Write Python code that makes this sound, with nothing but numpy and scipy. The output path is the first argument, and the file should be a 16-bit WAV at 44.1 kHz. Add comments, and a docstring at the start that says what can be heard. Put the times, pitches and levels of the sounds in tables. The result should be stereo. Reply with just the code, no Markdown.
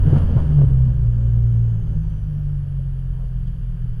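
"""A car slows down in a concrete parking garage, heard from inside through a one-channel dashboard camera.
In the first 0.7 s the tyres thump over floor joints, overloading the microphone and shaking loose trim.
The exhaust drone sinks through the cabin's boom resonance, with a thin alternator whine tied to it.
Softer joints pass at 1 s and 2 s as road noise ebbs with the speed. Around 3 s come a few small taps
and a far thud; the whine dies away near idle, over steady ventilation and hiss."""
import sys
import numpy as np
from scipy.fft import rfft, irfft, next_fast_len
from scipy.io import wavfile
from scipy.ndimage import map_coordinates

SR = 44100
rng = np.random.default_rng(int(sys.argv[2]) if len(sys.argv) > 2 else 0)


def store_wav(level_fs):
    """Save 16-bit WAV to argv[1]."""
    pcm = np.round(np.clip(np.atleast_2d(level_fs), -1, 1) * 32767)
    wavfile.write(sys.argv[1], SR, pcm.T.astype(np.int16))


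N = 176400


# engine firing rate: t/s, f/Hz
FIRING_HZ = [(0, 96.83), (.3, 84.52), (.38, 80.23), (.68, 67.25), (.87, 62.88), (1.0, 58.64), (1.44, 57.96),
             (1.68, 57), (2, 53.21), (2.42, 48.6), (2.7, 46.14), (3.05, 43.6), (3.5, 41.58), (4, 39.77)]
# firing note, before cabin gain: t/s, level/dB
FUNDAMENTAL_DB = [(0, -17), (.5, -23), (.8, -20), (1.0, -19.5), (1.4, -19.5), (1.8, -29.5), (2.05, -23.5),
                  (2.5, -26), (3.4, -18.5), (4, -24)]
# its octave, following the load, before cabin gain: t/s, level/dB
OCTAVE_DB = [(0, -29.5), (.42, -26), (.6, -16), (.7, -18.5), (.88, -16), (.97, -22.5), (1.04, -18),
             (1.3, -17), (1.62, -14), (1.8, -22.5), (2.1, -30), (2.6, -29.5), (3.4, -39), (4, -61)]
# higher orders, before cabin gain: multiple of firing rate, level/dB
UPPER_ORDERS = [(3, -30.5), (4, -33), (5, -49), (6.5, -35), (7, -40)]
# cabin response to the exhaust: f/Hz, gain/dB
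CABIN_GAIN_DB = [(40, -8), (60, -1), (85, -0.5), (100, -1), (115, -2), (130, 0.5), (142, 5), (160, -5),
                 (171, -9), (184, -23), (335, -39), (374, -18), (410, -24)]

def exhaust(firing_hz, phase, burble_depth=.07, burble_hz=30, waver_db=.5):
    """Engine orders swell and fade through the cabin's resonances; uneven firings make them burble."""
    def order(multiple, db):
        gain = amp(db + along(CABIN_GAIN_DB, multiple * firing_hz))
        burble = 1 + burble_depth * wobble(burble_hz)
        jitter_rad = burble_depth * wobble(burble_hz)
        return np.sqrt(2) * gain * burble * np.sin(multiple * phase + jitter_rad)
    drone = order(.99, curve(FUNDAMENTAL_DB)) + order(2, curve(OCTAVE_DB))
    return drone + sum(order(multiple, db + waver_db * wobble(8.5)) for multiple, db in UPPER_ORDERS)


# floor joints: t/s, boom level/dB, boom f/Hz, boom width/s, knock level/dB
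JOINTS = [(.078, -11, 145.9, 0.015, -46.5), (.131, -6, 134, .0068, -25.5), (.167, -10.5, 144.1, .02, -39),
          (0.367, -7, 124.2, 0.011, -36), (0.59, -23, 135, 0.011, -33.5), (0.617, -13, 134, 0.0065, -26.5),
          (0.649, -12, 108, 0.015, -47), (.991, -19.5, 146, .06, -54.5), (1.971, -22, 159.3, 0.014, -55.5)]
# knock spectrum: f/Hz, level/dB
KNOCK_SPECTRUM = [(100, -8.5), (240, -1), (370, 6), (600, -8.5), (1000, -16), (1700, -27), (4000, -43),
                  (9000, -55)]
# spectrum of the knock's edge: f/Hz, level/dB
CRACK_SPECTRUM = [(500, 0), (1200, -3), (3000, -14), (12000, -27)]

def floor_joints(rise_s=.0025, decay_s=.011, crack_rel_db=-13, crack_delay_s=.0005):
    """Each joint under the tyres makes the cabin boom, with a short, crisp-edged knock."""
    boom, knock, crack = np.zeros((3, N))
    for at_s, boom_db, boom_hz, width_s, knock_db in JOINTS:
        boom += amp(boom_db) * swell(at_s, width_s) * np.cos(2 * np.pi * boom_hz * (clock() - at_s))
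        knock += amp(knock_db) * strike(at_s, rise_s, decay_s)
        crack += amp(knock_db + crack_rel_db) * swell(at_s + crack_delay_s, width_s=.0008)
    return boom + knock * noise(KNOCK_SPECTRUM) + crack * noise(CRACK_SPECTRUM)


# body rumble: t/s, level/dB
RUMBLE_DB = [(0, -19.5), (.7, -20), (1.2, -25), (1.7, -27.5), (2, -22.5), (2.3, -29), (3, -31.5),
             (3.5, -28.5), (4, -29)]
# rumble spectrum: f/Hz, level/dB
RUMBLE_SPECTRUM = [(10, -6.5), (22, -4), (35, -3.5), (55, -7), (82, -15), (130, -11.5), (160, -11),
                   (185, -27), (260, -47), (500, -80.5)]
# rolling noise: t/s, level/dB
ROLLING_DB = [(0, -35.5), (.17, -28.5), (.3, -33), (.42, -33.5), (.55, -36), (.8, -40.5), (1.1, -43.5),
              (1.6, -45), (2.1, -47.5), (2.6, -52), (3.05, -54), (3.22, -56.5), (3.35, -54.5), (4, -55)]
# rolling spectrum: f/Hz, level/dB
ROLLING_SPECTRUM = [(120, -15), (220, -1), (330, -13), (520, -11.5), (700, -20.5), (1000, -24),
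                    (1700, -28.5), (3000, -39), (6000, -49), (14000, -74.5)]
# cabin resonances: f/Hz, width/Hz, lift/dB
CABIN_RESONANCES = [(218.3, 21, 8), (287.5, 7.5, 8.5), (377, 15, 6), (553, 7.6, 6), (948, 12, 9)]
# grit and small creaks: t/s, level/dB, width/s
GRIT_BURSTS = [(0.183, -56.5, 0.0075), (3.479, -67, 0.0057)]
# grit spectrum: f/Hz, level/dB
GRIT_SPECTRUM = [(1500, -14), (3000, -1), (7700, -9), (13000, -30.5)]

def tyres(patter_db=1.2, grain_db=4):
    """Rolling tyres give body rumble, road noise coloured by the cabin, and a little grit."""
    rumble = amp(curve(RUMBLE_DB)) * noise(RUMBLE_SPECTRUM)
    rolling = amp(curve(ROLLING_DB) + patter_db * wobble(30)) * noise(ROLLING_SPECTRUM, CABIN_RESONANCES)
    bursts = sum(amp(db) * swell(at_s, width_s) for at_s, db, width_s in GRIT_BURSTS)
    grit = unit(amp(grain_db * wobble(500)) * noise(GRIT_SPECTRUM))
    return rumble + rolling + bursts * grit


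# trim rattles: t/s, level/dB, decay/s
RATTLES = [(.166, -36.5, .04), (.38, -38, .03)]
# rattle spectrum: f/Hz, level/dB
RATTLE_SPECTRUM = [(200, -20), (500, 0), (1000, -2), (8000, -50)]
# small taps: t/s, level/dB, f/Hz
TRIM_TAPS = [(2.795, -47, 520), (3.239, -47, 480), (3.47, -63, 3300)]

def trim(grain_db=2):
    """Loose trim rattles after the hardest jolts and later gives a few small taps."""
    jolts = sum(amp(db) * strike(at_s, rise_s=.008, decay_s=decay_s) for at_s, db, decay_s in RATTLES)
    rattle = unit(amp(grain_db * wobble(260)) * noise(RATTLE_SPECTRUM))
    taps = np.zeros(N)
    for at_s, db, hz in TRIM_TAPS:
        ring = np.sin(2 * np.pi * hz * (clock() - at_s) + wobble(130))
        taps += amp(db) * strike(at_s, rise_s=.002, decay_s=.011) * ring
    return jolts * rattle + taps


# whine lines: multiple of firing rate
LINE_ORDERS = [116, 174, 232]
# each line at mean engine speed, before fade and dips: level/dB
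LINE_DB = [-76, -91, -82.5]
# firing rate below which each line fades: f/Hz
LINE_FADE_HZ = [47, 56.5, 43]

def alternator(firing_hz, phase, db_per_octave=6.5, flicker_db=.7, dip_db=-12, flutter_rad=1.1):
    """A thin whine geared to the engine and blurred by belt flutter; it dips twice and fades near idle."""
    level_db = db_per_octave * np.log2(firing_hz / firing_hz.mean()) + flicker_db * wobble(12)
    level_db += dip_db * sum(swell(at_s, width_s=.04) for at_s in (.35, .99))
    whine = np.zeros(N)
    for multiple, db, fade_hz in zip(LINE_ORDERS, LINE_DB, LINE_FADE_HZ):
        fade = 1 / (1 + np.exp(fade_hz - firing_hz))
        whine += np.sqrt(2) * amp(db) * fade * np.sin(multiple * phase + flutter_rad * wobble(130))
    return amp(level_db) * whine


# thud spectrum: f/Hz, level/dB
THUD_SPECTRUM = [(250, -12.5), (550, 4), (1000, -2), (2000, -31.5)]

def far_thud(level_db=-56.5):
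    """A muffled thud outside the car, smeared by the garage."""
    return amp(level_db) * swell(at_s=3.21, width_s=.059) * noise(THUD_SPECTRUM)


# ventilation and microphone hiss: f/Hz, level/dB
HISS_SPECTRUM = [(280, -6.5), (400, 4), (550, -3), (800, -8), (1700, -8), (3000, -17), (4500, -22.5),
                 (7500, -29.5), (13000, -27.5)]

def hiss(level_db=-58):
    """Ventilation air and the microphone's own noise, both steady."""
    return amp(level_db) * noise(HISS_SPECTRUM)


def electronics(period_s=.1, tick_db=-69.5, scatter_db=1, tick_hz=10500, tone_db=-87, tone_hz=11520):
    """The camera's faint electrical ticking and steady high tone."""
    times_s = np.arange(.1, N / SR, period_s)
    gains = amp(tick_db + scatter_db * rng.standard_normal(len(times_s)))
    pulses = sum(gain * swell(at_s, width_s=.00044) for at_s, gain in zip(times_s, gains))
    band = [(tick_hz - 2000, -25), (tick_hz - 500, 0), (tick_hz + 700, 0), (tick_hz + 1500, -30)]
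    tone = np.sqrt(2) * amp(tone_db) * np.sin(2 * np.pi * tone_hz * clock())
    return pulses * noise(band) + tone


def amp(db):
    """Decibels to gain."""
    return 10 ** (np.asarray(db) / 20)


def unit(x):
    """Scale to rms 1."""
    return x / np.sqrt(np.mean(x ** 2) + 1e-20)


def clock():
    """Sample times in s."""
    return np.arange(N) / SR


def curve(points):
    """Interpolate (t/s, value) points at every sample."""
    return np.interp(clock(), *np.transpose(points))


def along(points, hz):
    """Interpolate (f/Hz, value) points on a log axis."""
    knots_hz, values = np.transpose(points)
    return np.interp(np.log(hz + 1), np.log(knots_hz + 1), values)


def wobble(rate_hz):
    """Smooth random curve, rate_hz knots a second."""
    knots = rng.standard_normal(int(N * rate_hz / SR) + 4)
    return map_coordinates(knots, [clock() * rate_hz])


def filtered(x, response):
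    """Zero-phase filter with gain response(hz)."""
    size = next_fast_len(N + 8192)
    return irfft(rfft(x, size) * response(np.fft.rfftfreq(size, 1 / SR)), size)[:N]


def noise(spectrum, modes=()):
    """Coloured noise of rms 1, lifted at any resonances."""
    def response(hz):
        lift_db = sum(db / (1 + (2 * (hz - mode_hz) / width_hz) ** 2) for mode_hz, width_hz, db in modes)
        return amp(along(spectrum, hz) + lift_db)
    return unit(filtered(rng.standard_normal(N), response))


def swell(at_s, width_s):
    """Gaussian envelope."""
    return np.exp(-.5 * ((clock() - at_s) / width_s) ** 2)


def strike(at_s, rise_s, decay_s):
    """Gaussian rise, exponential decay."""
    age_s = clock() - at_s
    return np.where(age_s < 0, swell(at_s, rise_s), np.exp(-np.abs(age_s) / decay_s))


def scene():
    """All sources reach one microphone on the left channel; the right is silent."""
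    firing_hz = curve(FIRING_HZ)
    phase = 2 * np.pi * np.cumsum(firing_hz) / SR
    engine = exhaust(firing_hz, phase) + alternator(firing_hz, phase)
    cabin = engine + floor_joints() + trim() + tyres() + far_thud() + electronics() + hiss()
    return np.array([cabin, np.zeros(N)])


# microphone port resonances: f/Hz, gain/dB
PORT_GAIN_DB = [(1100, 0.5), (1650, 1.5), (2050, -5), (2600, -1.5), (3050, 8), (3650, -3.5), (4050, -5.5),
                (4550, 3.5), (5400, -4), (6400, 0.5), (7500, -1.5), (9500, 0.5), (10600, 5), (11400, 1.5),
                (12100, -5.5), (13500, -4.5), (14400, -19.5)]
DRIVE_DB, CLIP_HARDNESS, CUTOFF_HZ = 6.5, 16, 15700

def record(dry):
    """The microphone port colours the sound; the input clips at full scale and is band-limited."""
    coloured = np.array([filtered(channel, lambda hz: amp(along(PORT_GAIN_DB, hz))) for channel in dry])
    driven = amp(DRIVE_DB) * coloured
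    clipped = driven / (1 + np.abs(driven) ** CLIP_HARDNESS) ** (1 / CLIP_HARDNESS)
    return np.array([filtered(channel, lambda hz: hz < CUTOFF_HZ) for channel in clipped])


dry = scene()
out = record(dry)
store_wav(out)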